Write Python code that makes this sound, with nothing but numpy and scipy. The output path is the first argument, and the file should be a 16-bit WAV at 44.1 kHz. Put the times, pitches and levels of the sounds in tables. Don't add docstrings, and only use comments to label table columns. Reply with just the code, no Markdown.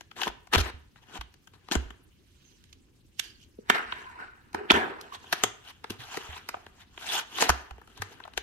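import sys
import numpy as np
from scipy import signal
from scipy.io import wavfile

SR = 44100
rng = np.random.default_rng(int(sys.argv[2]) if len(sys.argv) > 2 else 0)


def ratio(d):
    e = np.asarray(d, float) / 20
    return 10 ** e


def unload_wav(signal):
    wavfile.write(
        sys.argv[1],
        SR,
        np.round(np.clip(np.atleast_2d(signal).T, -1, 1) * 32767).astype(np.int16),
    )


N = 371322

# f/Hz, level/dB
AIR = [(15, -39), (25, -6), (76, 3.5), (200, -10), (293, -3.5), (560, -29.5), (2110, -27.5), (2610, -24.5),
       (6210, -29.5), (14800, -37.5), (16000, -36.5)]
AIR_DB = -61

# t/s, level/dB, card flex re level/dB, tape tick re level/dB, card brightness/(dB per octave)
SNAPS = [(0.008, -33.5, -10.5, -5.5, 1), (0.1126, -36, -21.5, -17, 2.5), (0.215, -19.5, -47, -10.5, 7),
         (0.22, -22, -33, -10.5, -7), (0.232, -19.5, -19.5, -8, 7.5), (0.268, -22, -3.5, -15, -17.5),
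         (0.276, -19.5, -8, -10.5, -1.5), (0.299, -39, -10, -23, -12), (0.47, -40.5, -23, -7, -2.5),
         (0.5349, -15.5, -43, -6, 6.5), (0.556, -8, -14, -13, 0), (0.579, -20.5, 1, -8, -8),
         (0.958, -44, -28, -16, -1), (1.21, -25, -26, -12.5, 2), (1.339, -48.5, -26, 3.5, 4),
         (1.472, -39.5, -28, -8, -0.5), (1.535, -44, -15, -13, -0.5), (1.685, -33, -15, -12, -1.5),
         (1.712, -20, -6.5, -8, 5), (1.723, -23.5, -10, -15, -16), (1.752, -15.5, -1, -5, -1.5),
         (1.904, -34, -12.5, -12, -0.5), (2.639, -57, -31, 8, 13), (2.727, -48.5, -42, 4, 16.5),
         (3.194, -21.5, -29.5, 7, 12.5), (3.586, -70, 36, -18.5, 9), (3.698, -2.5, -16, -11, -0.5),
         (3.922, -18, -19, -27, 1.5), (4.53, -43, -22, 1, 1), (4.545, -19.5, -2.5, -11.5, -6),
         (4.7009, -3.5, -14.5, -23, 1), (4.706, -1.5, -17.5, -19.5, 5), (4.7152, -11, -25.5, -5, -7),
         (5.011, -46.5, -30, 16, 12), (5.241, -40, -18, -34, -7), (5.3254, -5.5, -23, -10.5, -3),
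         (5.3312, -17.5, -15, -2, 2), (5.436, -7, -12.5, -5, 1.5), (5.841, -24, -12.5, -15.5, -2),
         (5.903, -26, 0.5, -0.5, 7), (6.171, -23.5, 2.5, -3, -1), (6.488, -21, -18, -3, -2),
         (6.541, -24.5, -15, -36, -16), (6.566, -38, -13.5, -25, -15), (6.664, -35, -17.5, -15.5, 1),
         (6.976, -28, -21, -19.5, -0.5), (7.384, -18, -25, -17, -3), (7.422, -8.5, -10, -2, -5),
         (7.492, -4, -24, -5.5, -6), (7.5, -9, -11.5, -7, -2.5), (7.708, -30.5, -21, -14.5, -5.5),
         (7.78, -44.5, 2, -16.5, -6), (7.814, -41.5, -12.5, -10.5, -8.5), (7.874, -40.5, -17.5, -8, -5.5),
         (7.975, -40.5, -26.5, 3, -1), (8.019, -22.5, -17, -1.5, 0), (8.2, -34, -15.5, -16, -6),
         (8.237, -40, -24.5, -28, 12), (8.251, -35, -33, -17, -12), (8.276, -36, -23, -14, -11.5),
         (8.335, -40.5, -16, -5, 3), (8.375, -16, -15, -5, 2.5)]
SNAP_DECAY_MS = 2.91

# f/Hz, width/Hz, level/dB
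CARD = [(734, 171, 1.5), (978, 160, 3), (1219, 200, 1.5), (1490, 230, 1.5), (1740, 290, 3),
        (2130, 1300, -5.5), (3030, 664, 1.5), (3640, 720, -3.5), (4080, 1100, -13)]
# f/Hz, width/Hz, level/dB
FLEX = [(196, 144, -2.5), (411, 112.6, 1)]
# f/Hz, width/Hz, level/dB
FIZZ = [(4400, 3980, -3), (6690, 1700, 1), (8200, 2700, -13), (12800, 1700, -11.5)]

SHARED_POWER = 0.39
FLEX_ALIKE = 0.47

# t/s, lag of left port/samples, left re right level/dB
PLACE = [(0, -5, 4), (1.9, -5, 4.5), (2.2, 20, -6), (3.3, 16, -7), (3.6, 16, 0), (5.2, 16, -1),
         (5.3, -4, 2), (6.6, -3, 0), (8.42, -3, 4)]
SLEEVE_LOW_HZ = 144

# f/Hz, T60/s, level/dB
ROOM_TAIL = [(150, 0.14, -7), (470, 0.44, -1.5), (1670, 0.5, -3.5), (3640, 0.25, -3), (8900, 0.058, 9.5)]
ROOM_DB, ROOM_FILL_S = -12, 0.0015

# t of start/s, length/s, crackle level/dB,
# tape fizz re crackle/dB
CUTS = [(0.165, 0.041, -44.5, -9), (0.208, 0.083, -40, -7.5), (0.534, 0.018, -20.5, -10),
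        (0.581, 0.033, -26, -8), (0.632, 0.069, -39.5, -14.5)]
CUT_RISE_S, CUT_FALL_S = 0.01, 0.011
# t of peak/s, crackle level/dB, rise by 20 dB/s, fall by 20 dB/s,
# tape fizz re crackle/dB (rise and fall are held to at least 3 ms)
TEARS = [ (1.178, -38, .09, .016, -11), (1.72, -26, -0.2554, 0.0686, -3), (1.8, -53, 0.23, 0.27, -11.5),
         (4.553, -37, -0.2, 0.3, -28.5), (4.74, -19.5, 0, 0.2, -19.5), (5.47, -44, 0.36, 0.07, -8),
         (5.9, -42, 0, 0.08, -3), (6.55, -56.5, 1.5, 0.4, -8.5), (7.418, -27.5, 0.07, 0.1076, -3),
         (7.53, -46, 0.26, 0.28, -8), (8.02, -51, 0.18, 0.53, -10)]
SLIDES = [(0.97, -60, .015, .06, -10.5), (1.03, -62.5, .015, .07, -8.5), (1.545, -56.5, 0.014, 0.054, -8),
          (8.13, -57.5, 0.038, .04, -2.5), (5.05, -52.5, .15, 0.13, -17.5), (5.15, -39, 0.036, 0.022, -6.5),
          (5.38, -49, 0.16, .15, -6), (5.705, -44.5, 0.073, 0.025, -7), (6.0, -46.5, .015, 0.22, -6),
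          (6.15, -41, 0.14, 0.28, -8), (6.37, -43.5, 0.2, .06, -11), (6.82, -54, 0.087, 0.053, -8.5),
          (7.05, -41, 0.065, .15, -11.5), (7.18, -28, 0.15, 0.059, -4)]
CRINKLES = [(2.5, -69.5, .6, .7, -1), (3.24, -57, .06, 0.15, 5.5), (3.43, -67.5, 0.087, 0.069, 6),
            (3.75, -22.5, .045, 0.18, -23.5), (3.97, -39.5, .2, 0.5, -21), (4.21, -34, .05, 0.092, -31)]
TEAR_FLEX_DB, SLIDE_FLEX_DB, CRINKLE_FLEX_DB = -7, -18, -16.5
CRINKLE_THIN_DB = 6.5
FIZZ_EXTRA_FALL = 0.74
SHOULDER, SLIDE_SHOULDER = 0.91, 1.35

# t/s, level/dB, f/Hz
THUMPS = [(0.289, -42, 53), (0.741, -37.5, 73.4), (1.859, -36, 56.9), (5.99, -44.5, 122.7),
          (8.371, -43.5, 56.4), (0.566, -19, 81.3), (0.599, -22.5, 61.6), (1.19, -35.5, 57.6),
          (1.764, -20.5, 66.5), (4.541, -48, 86), (4.731, -32, 80), (5.435, -41, 109), (5.898, -41, 101),
          (6.291, -38.5, 77), (7.495, -23, 66.3), (7.713, -38, 60.7), (7.999, -36.5, 97)]
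THUMP_T60_S, THUMP_LAG_S = 0.24, 0.0007

# t of start/s, length/s, f/Hz, level/dB
RUBS = [(2.445, .12, 6280, -66.5), (3.234, 0.16, 1670, -66.5), (3.245, 0.13, 4680, -60.5),
        (3.716, 0.077, 2083, -34), (4.048, 0.14, 982, -45.5), (4.06, 0.068, 1507, -50),
        (4.19, 0.145, 1490, -48), (4.551, 0.11, 399, -42), (5.125, 0.041, 1090, -42),
        (7.115, 0.11, 831, -40), (7.09, 0.13, 3446, -38)]
RUB_SHARPNESS = 11
RUB_EDGE_S = 0.01
RUB_SAG, RUB_WANDER = 0.042, 0.02
RUB_FADE_DB = 8


def rms_one(x):
    return x / np.sqrt(np.mean(x ** 2) + 1e-20)


def in_time(rows):
    s, *columns = np.transpose(rows)
    return [np.interp(np.arange(N) / SR, s, column) for column in columns]


def drift(rate_hz):
    r = np.exp(-80 * np.pi * rate_hz / SR)
    white = rng.standard_normal(N // 40 + 2002)
    slow = signal.lfilter([1], [1, -2 * r, r * r], white)[2000:]
    return np.interp(np.arange(N) / 40, np.arange(len(slow)), rms_one(slow))


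def resonate(x, hz, width_hz):
    r = np.exp(-np.pi * abs(width_hz) / SR)
    zeros = [(1 - r * r) / 2, 0, (r * r - 1) / 2]
    poles = [1, -2 * r * np.cos(2 * np.pi * hz / SR), r * r]
    return signal.lfilter(zeros, poles, x + 1e-18)


def body(modes, drive):
    total = 0
    for k, (hz, width_hz, db) in enumerate(modes):
        octave = np.log2(hz / 1600)
        narrow = resonate(drive(octave), hz, width_hz)
        total = total + (-1) ** k * ratio(db) * resonate(narrow, hz, 3 * width_hz)
    return total


def two_faces(shape):
    shared, left, right = rng.standard_normal((3, *shape))
    alike = np.clip(SHARED_POWER, 0, 1)
    return np.sqrt(alike) * shared + np.sqrt(1 - alike) * np.array([left, right])


def as_one(x):
    return x + np.clip(FLEX_ALIKE, 0, 1) * (x.mean(axis=0) - x)


def air(patchy_db=3.5, alike_hz=300):
    out, edges = 0, 25 * 2 ** np.arange(0, 9.6, 0.5)
    white = rng.standard_normal((2, 2, N))
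    at_hz, level_db = np.transpose(AIR)
    for k, (low, high) in enumerate(zip(edges, edges[1:])):
        band = signal.butter(2, [low, high], "band", fs=SR, output="sos")
        mid, side = signal.sosfilt(band, white[k % 2])
        hz = np.sqrt(low * high)
        alike = 1 / (1 + hz / alike_hz)
        gain = ratio(np.interp(np.log(hz), np.log(at_hz), level_db) + patchy_db * drift(22))
        out = out + gain * (np.sqrt(1 + alike) * mid + np.sqrt(1 - alike) * side * [[1], [-1]])
    return ratio(AIR_DB) * rms_one(out)


def snaps(ragged_db=7.5, card_db=6.5, flex_db=23.5, tick_db=5.5):
    s, level_db, low_db, high_db, bright_db = np.transpose(SNAPS)
    t, spread_db = np.arange(-1200, 2000), 2.0
    decay = np.maximum(np.tile(t / (SNAP_DECAY_MS * SR / 1000), (len(s), 1)), 0)
    lead_in_db, lead_in_s = -25, 0.005
    lead_in = ratio(lead_in_db) * np.exp(np.minimum(t, 0) / (lead_in_s * SR)) * (t < 0)
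    shape = lead_in + (1 - np.exp(-5.0 * decay)) * np.exp(-decay)
    bursts = two_faces(shape.shape) * shape * ratio(ragged_db * rng.standard_normal(shape.shape))
    energy_ratio = np.sum(shape ** 2, axis=-1) / np.sum(bursts ** 2, axis=-1)
    bursts = bursts * np.sqrt(energy_ratio)[..., None]
    at = np.clip(np.round(s * SR).astype(int)[:, None] + t, 0, N - 1).ravel()

    def strikes(strike_db):
        gain = ratio(strike_db + rng.normal(0, spread_db, len(s)))[:, None]
        return np.array([np.bincount(at, (side * gain).ravel(), N) for side in bursts])

    tilt_db = np.clip(bright_db, -12, 12)
    card = body(CARD, lambda octave: strikes(level_db + card_db + tilt_db * octave))
    flex = body(FLEX, lambda octave: strikes(level_db + low_db + flex_db))
    tick = body(FIZZ, lambda octave: strikes(level_db + high_db + tick_db))
    return card + as_one(flex) + tick


def room(x):
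    t, tail = np.arange(SR) / SR, 0
    white = rng.standard_normal((2, SR))
    for hz, t60_s, level_db in ROOM_TAIL:
        edges = [hz / np.sqrt(3), hz * np.sqrt(3)]
        band = signal.butter(1, edges, "band", fs=SR, output="sos")
        tail = tail + signal.sosfilt(band, white) * ratio(level_db - 60 * t / t60_s)
    tail = tail * (1 - np.exp(-(t / ROOM_FILL_S) ** 2))
    tail = tail / np.sqrt(np.sum(tail ** 2, axis=1, keepdims=True))
    return signal.fftconvolve(x, tail, axes=1)[:, :N]


def strokes():
    t = np.arange(0, N, 40) / SR
    steady = np.ones(len(t))
    power = np.full((4, len(t)), 1e-14)
    cuts = [(s, db, CUT_RISE_S, CUT_FALL_S, fizz_db, length) for s, length, db, fizz_db in CUTS]
    kinds = ((cuts, TEAR_FLEX_DB, 0, SHOULDER), (TEARS, TEAR_FLEX_DB, 0, SHOULDER),
             (SLIDES, SLIDE_FLEX_DB, 0, SLIDE_SHOULDER), (CRINKLES, CRINKLE_FLEX_DB, 1, SHOULDER))
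    for rows, flex_db, thin, shoulder in kinds:
        for s, peak_db, rise_s, fall_s, fizz_db, *hold_s in rows:
            distance_s = np.maximum([s - t, t - s - sum(hold_s)], 0)
            before, after = (distance_s / np.maximum([[rise_s], [fall_s]], 0.003)) ** shoulder
            swell = ratio(peak_db - 20 * (before + after))
            parts = ratio([[0], [flex_db], [fizz_db], [0]])
            fizz_fall = ratio(np.maximum(-20 * FIZZ_EXTRA_FALL * after, -20))
            power += (swell * parts * [steady, steady, fizz_fall, thin * steady]) ** 2
    crackle, flex, fizz = 10 * np.log10(power[:3])
    return in_time(np.transpose([t, crackle, flex - crackle, fizz - crackle, power[3] / power[0]]))


def tearing(card_follows=0.84, even_db=-12.0):
    crackle_db, flex_db, fizz_db, crinkle = strokes()
    bright_db = card_follows * (fizz_db - even_db)
    per_s, spread_db, clump_db, waver_db = 7000, 1.8, 1.3, 2.5
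    sizes = ratio(spread_db * np.minimum(rng.exponential(1, N), 5)) * two_faces((N,))
    grains = sizes * (rng.random(N) < per_s / SR) * ratio(clump_db * drift(17))

    def card_drive(octave):
        tilt_db = bright_db * max(octave, 0) + crinkle * CRINKLE_THIN_DB * min(octave, 0)
        return grains * ratio(waver_db * drift(21) + tilt_db)

    def wavering(octave):
        return grains * ratio(waver_db * drift(36))

    card = rms_one(body(CARD, card_drive))
    flex = rms_one(body(FLEX, wavering))
    fizz = rms_one(body(FIZZ, wavering))
    return ratio(crackle_db) * (card + ratio(flex_db) * as_one(flex) + ratio(fizz_db) * fizz)


def desk_thumps(rise_s=0.0009):
    out, t = np.zeros(N + SR), np.arange(SR // 2) / SR
    shape = (1 - np.exp(-t / rise_s)) * ratio(-60 * t / THUMP_T60_S)
    for s, level_db, hz in THUMPS:
        at = round(s * SR)
        out[at:at + len(t)] += ratio(level_db) * shape / shape.max() * np.sin(2 * np.pi * hz * t)
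    return out[:N]


def rubs(waver_db=3.5):
    out, t = np.zeros((2, N)), np.arange(N) / SR
    in_phase, quadrature = two_faces((N,)), two_faces((N,))
    waver, wander = ratio(waver_db * drift(40)), RUB_WANDER * drift(15)
    for s, length, hz, level_db in RUBS:
        part = slice(round((s - 0.05) * SR), round((s + length + 0.05) * SR))
        u = t[part] - s
        narrow = signal.butter(2, hz / max(RUB_SHARPNESS, 2) / 2, fs=SR, output="sos")
        sag = RUB_SAG * (u / 2 - u * u / (2 * length))
        phase = 2 * np.pi * hz * (u + sag + np.cumsum(wander[part]) / SR)
        band = (signal.sosfilt(narrow, in_phase[:, part]) * np.cos(phase)
                + signal.sosfilt(narrow, quadrature[:, part]) * np.sin(phase))
        fade_in = (np.maximum(-u, 0) * 4 / RUB_EDGE_S) ** 2
        fade_out = np.maximum(u - length, 0) / RUB_EDGE_S
        held = np.exp(-fade_in - fade_out)
        out[:, part] += ratio(level_db - RUB_FADE_DB * u / length) * rms_one(band) * held * waver[part]
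    return out


def scene():
    lag, pan_db = in_time(PLACE)
    high_pass = signal.butter(2, SLEEVE_LOW_HZ, "high", fs=SR, output="sos")
    sleeve = signal.sosfilt(high_pass, snaps() + tearing() + rubs())
    heard = ratio(ROOM_DB) * room(sleeve)
    for side, sign in enumerate((0.5, -0.5)):
        late = np.clip(np.arange(N) - np.round(sign * lag).astype(int), 0, N - 1)
        heard[side] += ratio(sign * pan_db) * sleeve[side][late]
    desk = desk_thumps()
    desk_sides = np.array([desk, np.roll(desk, round(THUMP_LAG_S * SR))])
    return heard + desk_sides * ratio([[-2], [1.5]]) + air()


def roll_off(x):
    return signal.sosfilt(signal.butter(12, 16510, fs=SR, output="sos"), x)


def record(dry):
    low_pass = signal.cheby2(10, 60, 17000, fs=SR, output="sos")
    mix = np.clip(signal.sosfilt(low_pass, dry), -1, 1)
    return roll_off(mix)


dry = scene()
out = record(dry)
unload_wav(out)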